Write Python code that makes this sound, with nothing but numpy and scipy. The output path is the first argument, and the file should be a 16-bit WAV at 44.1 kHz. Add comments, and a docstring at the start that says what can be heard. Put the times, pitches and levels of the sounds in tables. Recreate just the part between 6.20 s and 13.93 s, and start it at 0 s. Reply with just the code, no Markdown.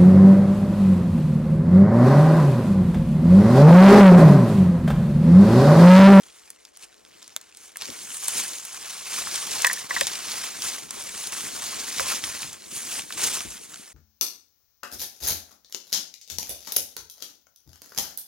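"""Forest floor: a gloved hand tears a dead, fibrous trunk apart and drags it over dry leaves.
Leaves, fibres and wood crackle as dense grains of noise that swell with each pull; flakes and twigs tick.
Splinters snap as shaped noise bursts, and the log knocks with decaying modes as its split sticks and slips.
Soft soil crunch and low noise thuds carry the weight of boots and wood.
Filtered noise is the quiet air, and sparse scatter gives almost no echo."""
import sys
import numpy as np
from scipy import signal
from scipy.io import wavfile
from scipy.ndimage import uniform_filter1d

SR = 44100
rng = np.random.default_rng(int(sys.argv[2]) if len(sys.argv) > 2 else 0)


def to_wav(sig):
    """Store sig (one row per channel, or 1-D mono) as 16-bit WAV at the path in sys.argv[1].

    Samples outside -1..1 are clipped; the rate is SR.
    """
    pcm = np.clip(np.atleast_2d(sig), -1, 1) * 32767
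    pcm = np.round(pcm).astype(np.int16)
    wavfile.write(sys.argv[1], SR, pcm.T)  # frames by channels


N = 340893  # length in samples

FIRM_DB = -36  # effort of a firm pull, the reference for layers that follow the effort

# tone of the dry leaves: f/Hz, level/dB
LEAF_TONE = [(1500, -47), (2900, -5), (4200, -15), (5400, -16.5), (6200, 1.5), (7200, -0.5), (8300, 0),
             (10300, -1), (11200, -6), (12000, -14), (16000, -15.5)]
# tone of the ripping fibres: f/Hz, level/dB
FIBRE_TONE = [(1200, -22.5), (2200, -3), (2900, -4.5), (3500, -1), (4300, 0), (5700, 0.5), (7000, -2.5),
              (11000, -15)]
# tone of the coarse wood scrape: f/Hz, level/dB
WOOD_TONE = [(300, -16.5), (500, -12), (750, -5.5), (1050, 1), (1500, 0.5), (2100, 0.5), (2800, -1),
             (5000, -22), (9000, -44)]
# scrape level at a firm pull (dB), and dB gained per dB of effort
SCRAPE_DB, SCRAPE_FOLLOW = -41.5, 0.85


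def tearing(jerk_db=1.26, jerks_per_s=140, catch_db=1.24, catches_per_s=25):
    """Leaves crackle, fibres rip and coarser wood scrapes; the pull moves all three in small jerks."""
    leaves = crackle(LEAF_TONE, per_s=3500, spread_db=3.0, t60=0.00074, clump_db=0.5,
                     clumps_per_s=170, hiss_db=0.5, patchy_db=2.5)
    fibres = crackle(FIBRE_TONE, per_s=2500, spread_db=3.0, t60=0.0024, clump_db=-1.0,
                     clumps_per_s=430, hiss_db=0.0, patchy_db=2.0)
    wood = crackle(WOOD_TONE, per_s=1400, spread_db=1.0, t60=0.0048, clump_db=1.5,
                   clumps_per_s=90, hiss_db=0.5, patchy_db=2.5)
    effort_db = effort()
    scrape_db = SCRAPE_DB + SCRAPE_FOLLOW * (effort_db - FIRM_DB)
    pull = leaves * amp(effort(leafy=True)) + fibres * amp(effort_db) + wood * amp(scrape_db)
    jerks_db = jerk_db * wander(jerks_per_s) + catch_db * wander(catches_per_s)
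    return pull * amp(jerks_db)


# pulls and shoves on the wood: t/s at the hardest, level/dB of effort, build-up/s, let-go/s,
# dry leaves over fibres/dB
# to 1.7 s a loose strip is turned in the hand and dropped; to 2.7 s steps through the leaves, taking hold;
# to 6.3 s the trunk is wrenched until it splits, then peeled away;
# from 6.5 s the freed log is dragged and lifted out of the litter
PULL_MOVES = [ (0.1, -59.5, 0.31, 0.35, 1.5), (0.636, -48, 0.028, 0.016, 2), (1.03, -57.5, 0.16, .27, -6),
              (1.44, -54.5, 0.061, 0.047, 4.5), (1.625, -40.5, 0.023, 0.09, -12),
              (1.8, -45.5, 0.16, 0.11, 2.5), (2.0, -45.5, 0.17, 0.23, 8.5), (2.19, -31.5, 0.11, 0.056, 4),
              (2.3, -41.5, 0.098, 0.17, 4), (2.67, -41.5, 0.2, 0.48, 0), (2.971, -32, 0.077, 0.11, 0.5),
              (3.16, -34, 0.11, 0.095, -2), (3.45, -32, 0.23, 0.2, -1.5), (3.809, -31.5, .08, .14, -3.5),
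              (4.12, -35.5, 0.28, 0.27, -1.5), (4.475, -35, 0.12, 0.097, 0.5), (4.8, -42, 0.17, 0.74, 1.5),
              (5.18, -36, 0.16, 0.25, 1.5), (5.47, -36, 0.053, 0.043, -4), (5.919, -31, 0.35, 0.1, -1),
              (6.05, -35.5, 0.021, 0.072, 0.5), (6.21, -36.5, 0.069, 0.1, -1.5),
              (6.56, -41.5, 0.071, 0.22, 6.5), (6.78, -34.5, 0.096, 0.036, 2.5),
              (7.038, -28.5, 0.065, .13, 1.5), (7.3, -49, 0.035, 0.15, 6), (7.58, -52, 0.095, 0.18, 5.5)]
PULL_DROP_DB = 8.5  # effort lost over one build-up or let-go time
BUILD_CURVE, LET_GO_CURVE = 1.19, 1.155  # 1 = straight in dB, 2 = a bell
RESTING_DB = -67  # the litter never quite settles
# the wood catches and the movement dies down until it gives: t/s at the stillest, depth/dB
CATCHES = [(0.382, 10), (0.525, 13), (1.327, 7), (1.545, 3), (3.684, 11), (4.68, 5), (5.11, 7.5),
           (6.5, 3.5), (6.961, 8)]
STALL_S, RESUME_S = 0.016, 0.0094  # time scales of dying down and starting again


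def effort(leafy=False):
    """Level in dB of all pulls: each builds up, peaks and lets go; leafy weighs them by the leaves they stir."""
    t = np.arange(0, N / SR, 0.002)
    power = amp(RESTING_DB) ** 2
    for s, db, build_s, let_go_s, leaves_db in PULL_MOVES:
        building = abs((t - s) / build_s) ** BUILD_CURVE
        letting_go = abs((t - s) / let_go_s) ** LET_GO_CURVE
        away = np.where(t < s, building, letting_go)
        power = power + amp(db + leafy * leaves_db - PULL_DROP_DB * away) ** 2
    stalled_db = 0
    for s, depth_db in CATCHES:
        stalled_db = stalled_db + depth_db * np.exp(-((t - s) / np.where(t < s, STALL_S, RESUME_S)) ** 2)
    return np.interp(np.arange(N) / SR, t, 10 * np.log10(power) - stalled_db)


def crackle(spectrum, per_s, spread_db, t60, clump_db, clumps_per_s, hiss_db, patchy_db, count=24, size=256):
    """Countless tiny fractures in clumps, as mid and side; each of the fibre types has its own brief ring."""
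    t = np.arange(size) / SR
    strength = amp(spread_db * np.minimum(rng.exponential(1, N), 4.5)) * rng.choice([-1, 1], N)
    breaks = strength * (rng.random(N) < per_s / SR)
    fibre = rng.integers(0, count, N)
    ring_t60 = t60 * rng.uniform(0.19, 2.8, (count, 1, 1))
    rings = rng.standard_normal((count, 2, size)) * amp(-60 * t / ring_t60)
    grains = np.zeros((2, N))
    for k in range(count):
        grains += signal.oaconvolve((breaks * (fibre == k))[None], unit(rings[k]), axes=1)[:, :N]
    # the smallest fractures merge into a hiss
    dense = unit(grains) + amp(hiss_db) * rng.standard_normal((2, N))
    clumped = dense * amp(clump_db * wander(clumps_per_s))
    return unit(colour(patchy(clumped, patchy_db), lambda f: read(spectrum, f)))


def patchy(x, depth_db, size=512):
    """Each handful of fragments has sizes of its own, so the colour keeps shifting."""
    z = signal.stft(x, nperseg=size)[2]
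    over_f = uniform_filter1d(rng.standard_normal(z.shape), 5, axis=1)
    patches = unit(uniform_filter1d(over_f, 4, axis=2))
    return signal.istft(z * amp(depth_db * patches), nperseg=size)[1][:, :N]


# splinters snapping: t/s, peak level/dB, centre f/Hz
SPLINTER_SNAPS = [(0.303, -25.5, 8950), (.451, -29.5, 4800), (.572, -31.5, 7800), (1.027, -29.5, 5500),
                  (1.078, -30.5, 6300), (1.213, -31.5, 6400), (1.371, -30.5, 7750), (1.558, -27, 1900),
                  (1.57, -18, 9100), (1.612, -22, 4600), (1.6205, -15.5, 4070), (1.655, -21, 4930),
                  (1.702, -21.5, 5000), (2.082, -10, 7900), (2.384, -21, 6150), (2.451, -21.5, 8700),
                  (3.071, -21, 1590), (3.159, -14, 7060), (3.4205, -10, 7140), (3.4468, -2.5, 2600),
                  (3.4681, -7, 7800), (3.5312, -12, 9500), (3.708, -19.5, 4070), (3.81, -5.5, 5100),
                  (3.811, -9, 2050), (3.869, -10.5, 4970), (4.199, -37, 4970), (4.239, -21.5, 1700),
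                  (4.42, -14.5, 5200), (4.7074, -17, 6600), (4.838, -25, 8100), (5.071, -18, 7650),
                  (5.1218, -17.5, 6100), (5.7959, -14, 1610), (5.8034, -16, 7450), (6.039, -13.5, 3230),
                  (6.23, -18.5, 3070), (6.33, -24.5, 6660), (6.794, -18.5, 3000), (6.905, -22, 1540),
                  (6.924, -17, 4000), (6.978, -22, 6900)]
# tone shared by all splinters: f/Hz, level/dB
SPLINTER_TONE = [(150, -51), (500, -4.5), (1100, 9.5), (6500, 2), (10000, 5), (12200, -3), (16000, 3)]


def snaps(octaves=0.94, skirt_db=-16, crack_s=0.0012, fray_db=-14, fray_t60=0.038, strain_t60=0.016,
          ring_db=-13, ring_t60=0.002, size=4000):
    """Single fibres give as a splinter strains; it parts in a sharp crack, rings briefly, and the last fray."""
    out, t = np.zeros((2, N)), (np.arange(size) - size / 2) / SR  # the crack starts at t = 0
    after, rip_db = np.maximum(t, 0), effort()
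    crack = 2 * np.sqrt(after / crack_s) * np.exp(-after / crack_s)
    for s, db, hz in SPLINTER_SNAPS:
        fibres = unit(uniform_filter1d(rng.exponential(1, size) ** 4, size=24))
        # a snap that stands far above the ripping around it is a clean break, with less fraying
        fray = fray_db + min(0, rip_db[int(s * SR)] + 32.5 - db)
        fraying = fibres * amp(fray - 60 * abs(t) / np.where(t < 0, strain_t60, fray_t60))
        burst = rng.standard_normal((2, size)) * (crack + fraying)
        burst[0] += amp(ring_db - 60 * after / ring_t60) * np.sin(2 * np.pi * hz * after)

        def tone(f):
            away = np.log2((f + 1) / hz) / octaves
            return read(SPLINTER_TONE, f) + skirt_db * (1 - np.exp(-away ** 2))

        snap = colour(burst, tone)
        add(out, s + t[0], snap * amp(db) / abs(snap).max())
    return out


# the log sticking and slipping, or knocked: t/s, peak level/dB, f/Hz that the slip excites most
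LOG_SLIPS = [(1.685, -45, 400), (3.4453, -6, 1370), (3.459, -12, 1850), (3.472, -11, 1800),
             (3.498, -14.5, 1850), (3.505, -26, 1840), (3.512, -18.5, 1620), (3.573, -27.5, 1850),
             (3.7078, -14, 1480), (3.713, -31, 1220), (3.7641, -12.5, 1490), (3.773, -22.5, 1390),
             (3.776, -22, 1600), (3.813, -29, 1730), (3.8138, -25, 520), (5.797, -23, 1110),
             (5.8054, -24, 744)]
# modes of the log: f/Hz, level/dB, t60/s
LOG_MODES = [(400, -32, 0.044), (559, -5.5, 0.046), (1010, -8.5, 0.067), (1100, -6.5, 0.03),
             (1610, -13, 0.017), (1756, 2, 0.026), (1894, 8, 0.02), (2070, -22, 0.014)]


def slips(octaves=0.79, rise_s=0.0013, scatter=0.035, side_db=0, size=4000):
    """Each slip of the split kicks the modes of the log, which swell for a moment and die quickly."""
    out, t = np.zeros((2, N)), np.arange(size) / SR
    hz, mode_db, t60 = np.transpose(LOG_MODES)[:, :, None]
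    swell = 1 - np.exp(-(t / rise_s) ** 2)
    for s, db, centre_hz in LOG_SLIPS:
        weight = 1 / (1 + (np.log2(hz / centre_hz) / octaves) ** 4)
        pitch = hz * (1 + scatter * rng.uniform(-1.0, 1, hz.shape))
        modes = weight * amp(mode_db - 60 * t / t60) * np.sin(2 * np.pi * pitch * t) * swell
        # each mode leans to one side at random
        side = amp(side_db) * (modes * rng.choice([-1, 1], hz.shape)).sum(0)
        knock = np.array([modes.sum(0), side])
        add(out, s, knock * amp(db) / abs(knock[0]).max())
    return out


# modes of a dry twig: f/Hz, level/dB, t60/s
TWIG_MODES = [(630, -23, 0.021), (1370, -5.5, 0.0073), (2350, -7, .007), (3580, 0.5, 0.0073),
              (6360, 6.5, 0.0034), (7300, -5, 0.0085), (8340, 1, 0.0035), (10300, 0.5, 0.0034)]
TWIG_S, TWIG_DB = 1.1638, -10  # time and peak level of its break off the loose strip


def twig(rise_s=0.0002, crack_db=-5, crack_t60=0.0072, side_db=-3, low_hz=550, size=2000):
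    """One clean break: a burst of tearing fibres and the brief ring of the twig."""
    out, t = np.zeros((2, N)), np.arange(size) / SR
    hz, db, t60 = np.transpose(TWIG_MODES)[:, :, None]
    phase = rng.random((2, len(TWIG_MODES), 1))
    ring = (amp(db - 60 * t / t60) * np.sin(2 * np.pi * (hz * t + phase))).sum(1)
    burst = rng.standard_normal((2, size)) * amp(crack_db - 60 * t / crack_t60)
    click = (ring + burst) * (1 - np.exp(-(t / rise_s) ** 2))
    # the click carries little bass
    click = signal.sosfilt(signal.butter(2, low_hz, "high", fs=SR, output="sos"), click)
    add(out, TWIG_S, click * amp([[TWIG_DB], [TWIG_DB + side_db]]) / abs(click[0]).max())
    return out


def ticks(per_s=60, over_db=10, spread_db=0.5, low_hz=1500, high_hz=9000, cycles=1.12, size=400):
    """Single twigs and stiff fibres break out of the rustle, each with its own pitch and direction."""
    out, t = np.zeros((2, N)), np.arange(size) / SR
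    # ticks grow quieter with a lighter touch, but a little less than the rustle,
    # so they stand out more in the lulls
    rip_db = effort()
    effort_db = rip_db + 0.2 * (np.median(rip_db) - rip_db)
    for when, pitch, luck, bearing in rng.random((int(per_s * N / SR), 4)):
        hz = low_hz * (high_hz / low_hz) ** np.sqrt(pitch)
        age = t * hz / cycles
        ring = 2 * np.sqrt(age) * np.exp(-age) * np.sin(2 * np.pi * hz * t)
        db = effort_db[int(when * N)] + over_db - spread_db * np.log(luck + 0.14)
        add(out, when * N / SR, amp(db) * ring * np.array([[1], [2 * (2 * bearing - 1)]]))
    return out


# tone of the bark flakes: f/Hz, level/dB
FLAKE_TONE = [(400, -27.5), (1500, 4.5), (6500, 4), (10500, -3), (16000, -22)]


def flakes(level_db=-47, follow=0.48):
    """Brittle flakes of bark crack one by one, plain to hear while the touch is light."""
    cracks = crackle(FLAKE_TONE, per_s=110, spread_db=3.0, t60=0.0015, clump_db=4,
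                     clumps_per_s=24, hiss_db=-26, patchy_db=5, count=8)
    return cracks * amp(level_db + follow * (effort() - FIRM_DB))


# boots and wood bearing down on the soil: t/s, peak level/dB, centre f/Hz, t60/s
SOIL_THUDS = [(1.685, -43.5, 199, 0.12), (2.14, -39.5, 250, 0.5), (3.447, -34, 450, .05),
              (3.709, -35.5, 380, 0.029), (3.81, -47, 95, 0.22), (3.813, -33.5, 430, 0.022),
              (5.235, -39, 180, 0.082), (5.779, -43.5, 80, .35), (6.02, -47, 85, .5),
              (6.235, -41.5, 132, 0.31), (7.021, -38, 260, 0.33), (7.247, -37, 187, 0.11),
              (7.245, -42, 58, 0.25), (7.59, -46, 200, 0.1)]


def thuds(rise_share=0.016, slope_db=-6, side_db=-3, size=30000):
    """The soil gives under a load with a low push; a slow load also sets in slowly."""
    out, t = np.zeros((2, N)), np.arange(size) / SR
    for s, db, hz, t60 in SOIL_THUDS:
        onset = 1 - np.exp(-t / (rise_share * t60))
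        push = rng.standard_normal((2, size)) * amp(-60 * t / t60) * onset
        thud = colour(push, lambda f: np.maximum(slope_db * np.log2((f + 1) / hz) ** 2, -50), size=4096)
        add(out, s, thud * amp([[db], [db + side_db]]) / abs(thud).max())
    return out


# tone of the soil crunch: f/Hz, level/dB
SOIL_TONE = [(25, -4), (50, -5.5), (80, -1), (150, 2), (240, 8.5), (340, 5), (480, -2), (900, -7),
             (2000, -12.5)]
# weight borne by the ground: t/s, crunch level/dB at a firm pull
GROUND_WEIGHT = [(0, -56.5), (0.45, -68), (0.85, -54), (1.5, -65.5), (1.7, -51), (2.0, -61), (2.6, -60),
                 (3.098, -54), (4.7, -52), (5.25, -50.5), (6.3, -52), (6.5, -51), (7.05, -48.5),
                 (7.73, -56)]
SOIL_FOLLOW = 0.39  # dB of soil crunch per dB of effort


def ground():
    """Soft litter crunches dully under the weight of boots and wood, a little more during a hard pull."""
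    crunch = crackle(SOIL_TONE, per_s=400, spread_db=1.5, t60=0.0067, clump_db=-1.5,
                     clumps_per_s=40, hiss_db=-2.0, patchy_db=3.5)
    weight_db = np.interp(np.arange(N) / SR, *np.transpose(GROUND_WEIGHT))
    return crunch * amp(weight_db + SOIL_FOLLOW * (effort() - FIRM_DB))


def forest(x, wet_db=-19, t60=0.067, size=12000):
    """Faint scatter from the ground and nearby trunks: sparse random echoes that die quickly."""
    t = np.arange(size) / SR
    sparse = rng.standard_normal((2, size)) * (rng.random((2, size)) < 0.05)
    taps = sparse * amp(-60 * t / t60) * (t > 0.003)
    return x + amp(wet_db) * signal.oaconvolve(x, taps / np.linalg.norm(taps[0]), axes=1)[:, :N]


# tone of the open air: f/Hz, level/dB
AIR_TONE = [(20, -22), (60, -2), (150, -18), (300, -3), (600, -6), (2000, -9.5), (8000, -13.5),
            (16000, -62)]


def air(level_db=-66):
    """The quiet wash of the woods: steady filtered noise."""
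    return amp(level_db) * unit(colour(rng.standard_normal((2, N)), lambda f: read(AIR_TONE, f)))


def amp(db):
    """Decibels to gain."""
    return 10 ** (np.asarray(db) / 20)


def unit(x):
    """Scales to an rms of one."""
    return x / np.sqrt(np.mean(x ** 2) + 1e-20)


def read(points, hz):
    """Reads a table of f/Hz and level/dB on a log-frequency axis."""
    f, value = np.transpose(points)
    return np.interp(np.log(hz + 1), np.log(f + 1), value)


def colour(x, db_at, size=1024):
    """Causal (minimum-phase) filter whose gain in dB is a function of frequency."""
    log_gain = np.log(amp(db_at(abs(np.fft.fftfreq(size, 1 / SR)))))
    taps = np.fft.ifft(np.exp(np.conj(signal.hilbert(log_gain)))).real
    return signal.oaconvolve(x, taps[None], axes=1)[:, :x.shape[1]]


def add(mix, s, sound):
    """Lays a sound into the mix at a time in seconds."""
    part = mix[:, round(s * SR):][:, :sound.shape[1]]
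    part += sound[:, :part.shape[1]]


def wander(per_s):
    """Smooth chance with an rms of one: straight lines between random points."""
    knots = rng.standard_normal(N // 16)
    return unit(np.interp(np.arange(N) / SR * per_s, np.arange(len(knots)), knots))


# stereo width, as gain on the side signal: f/Hz, level/dB
SIDE_WIDTH = [(60, 10), (99, -11), (160, -1), (270, -1.5), (450, 10), (740, 7), (1220, -4.5), (2010, -22.5),
              (3330, -26), (5500, -4), (9080, -12.5), (15000, 0.5)]


def scene(left_db=4.0, left_hz=180, left_octaves=1.98, lag=0.72):
    """All sources as mid and side, spread to left and right; the upper bass leans left."""
    above_ground = tearing() + flakes() + twig() + ticks() + snaps() + slips()
    mid, side = forest(above_ground) + ground() + thuds() + air()
    side = colour(side[None], lambda f: read(SIDE_WIDTH, f))[0]
    # the sound reaches the left side a moment later
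    side = side - lag * np.gradient(mid)

    def lean(f):
        return left_db * np.exp(-(np.log2((f + 1) / left_hz) / left_octaves) ** 2)

    left = colour((mid + side)[None], lean)
    right = colour((mid - side)[None], lambda f: -lean(f))
    return np.vstack([left, right])


def record(dry, low_hz=42, edge_hz=16050):
    """A low cut below the bass, and the recorder's band limit."""
    thinned = signal.sosfilt(signal.butter(4, low_hz, "high", fs=SR, output="sos"), dry)
    band_limit = signal.firwin(511, edge_hz, window=("kaiser", 9), fs=SR)
    return signal.oaconvolve(thinned, band_limit[None], "same")


dry = scene()
out = record(dry)
to_wav(out)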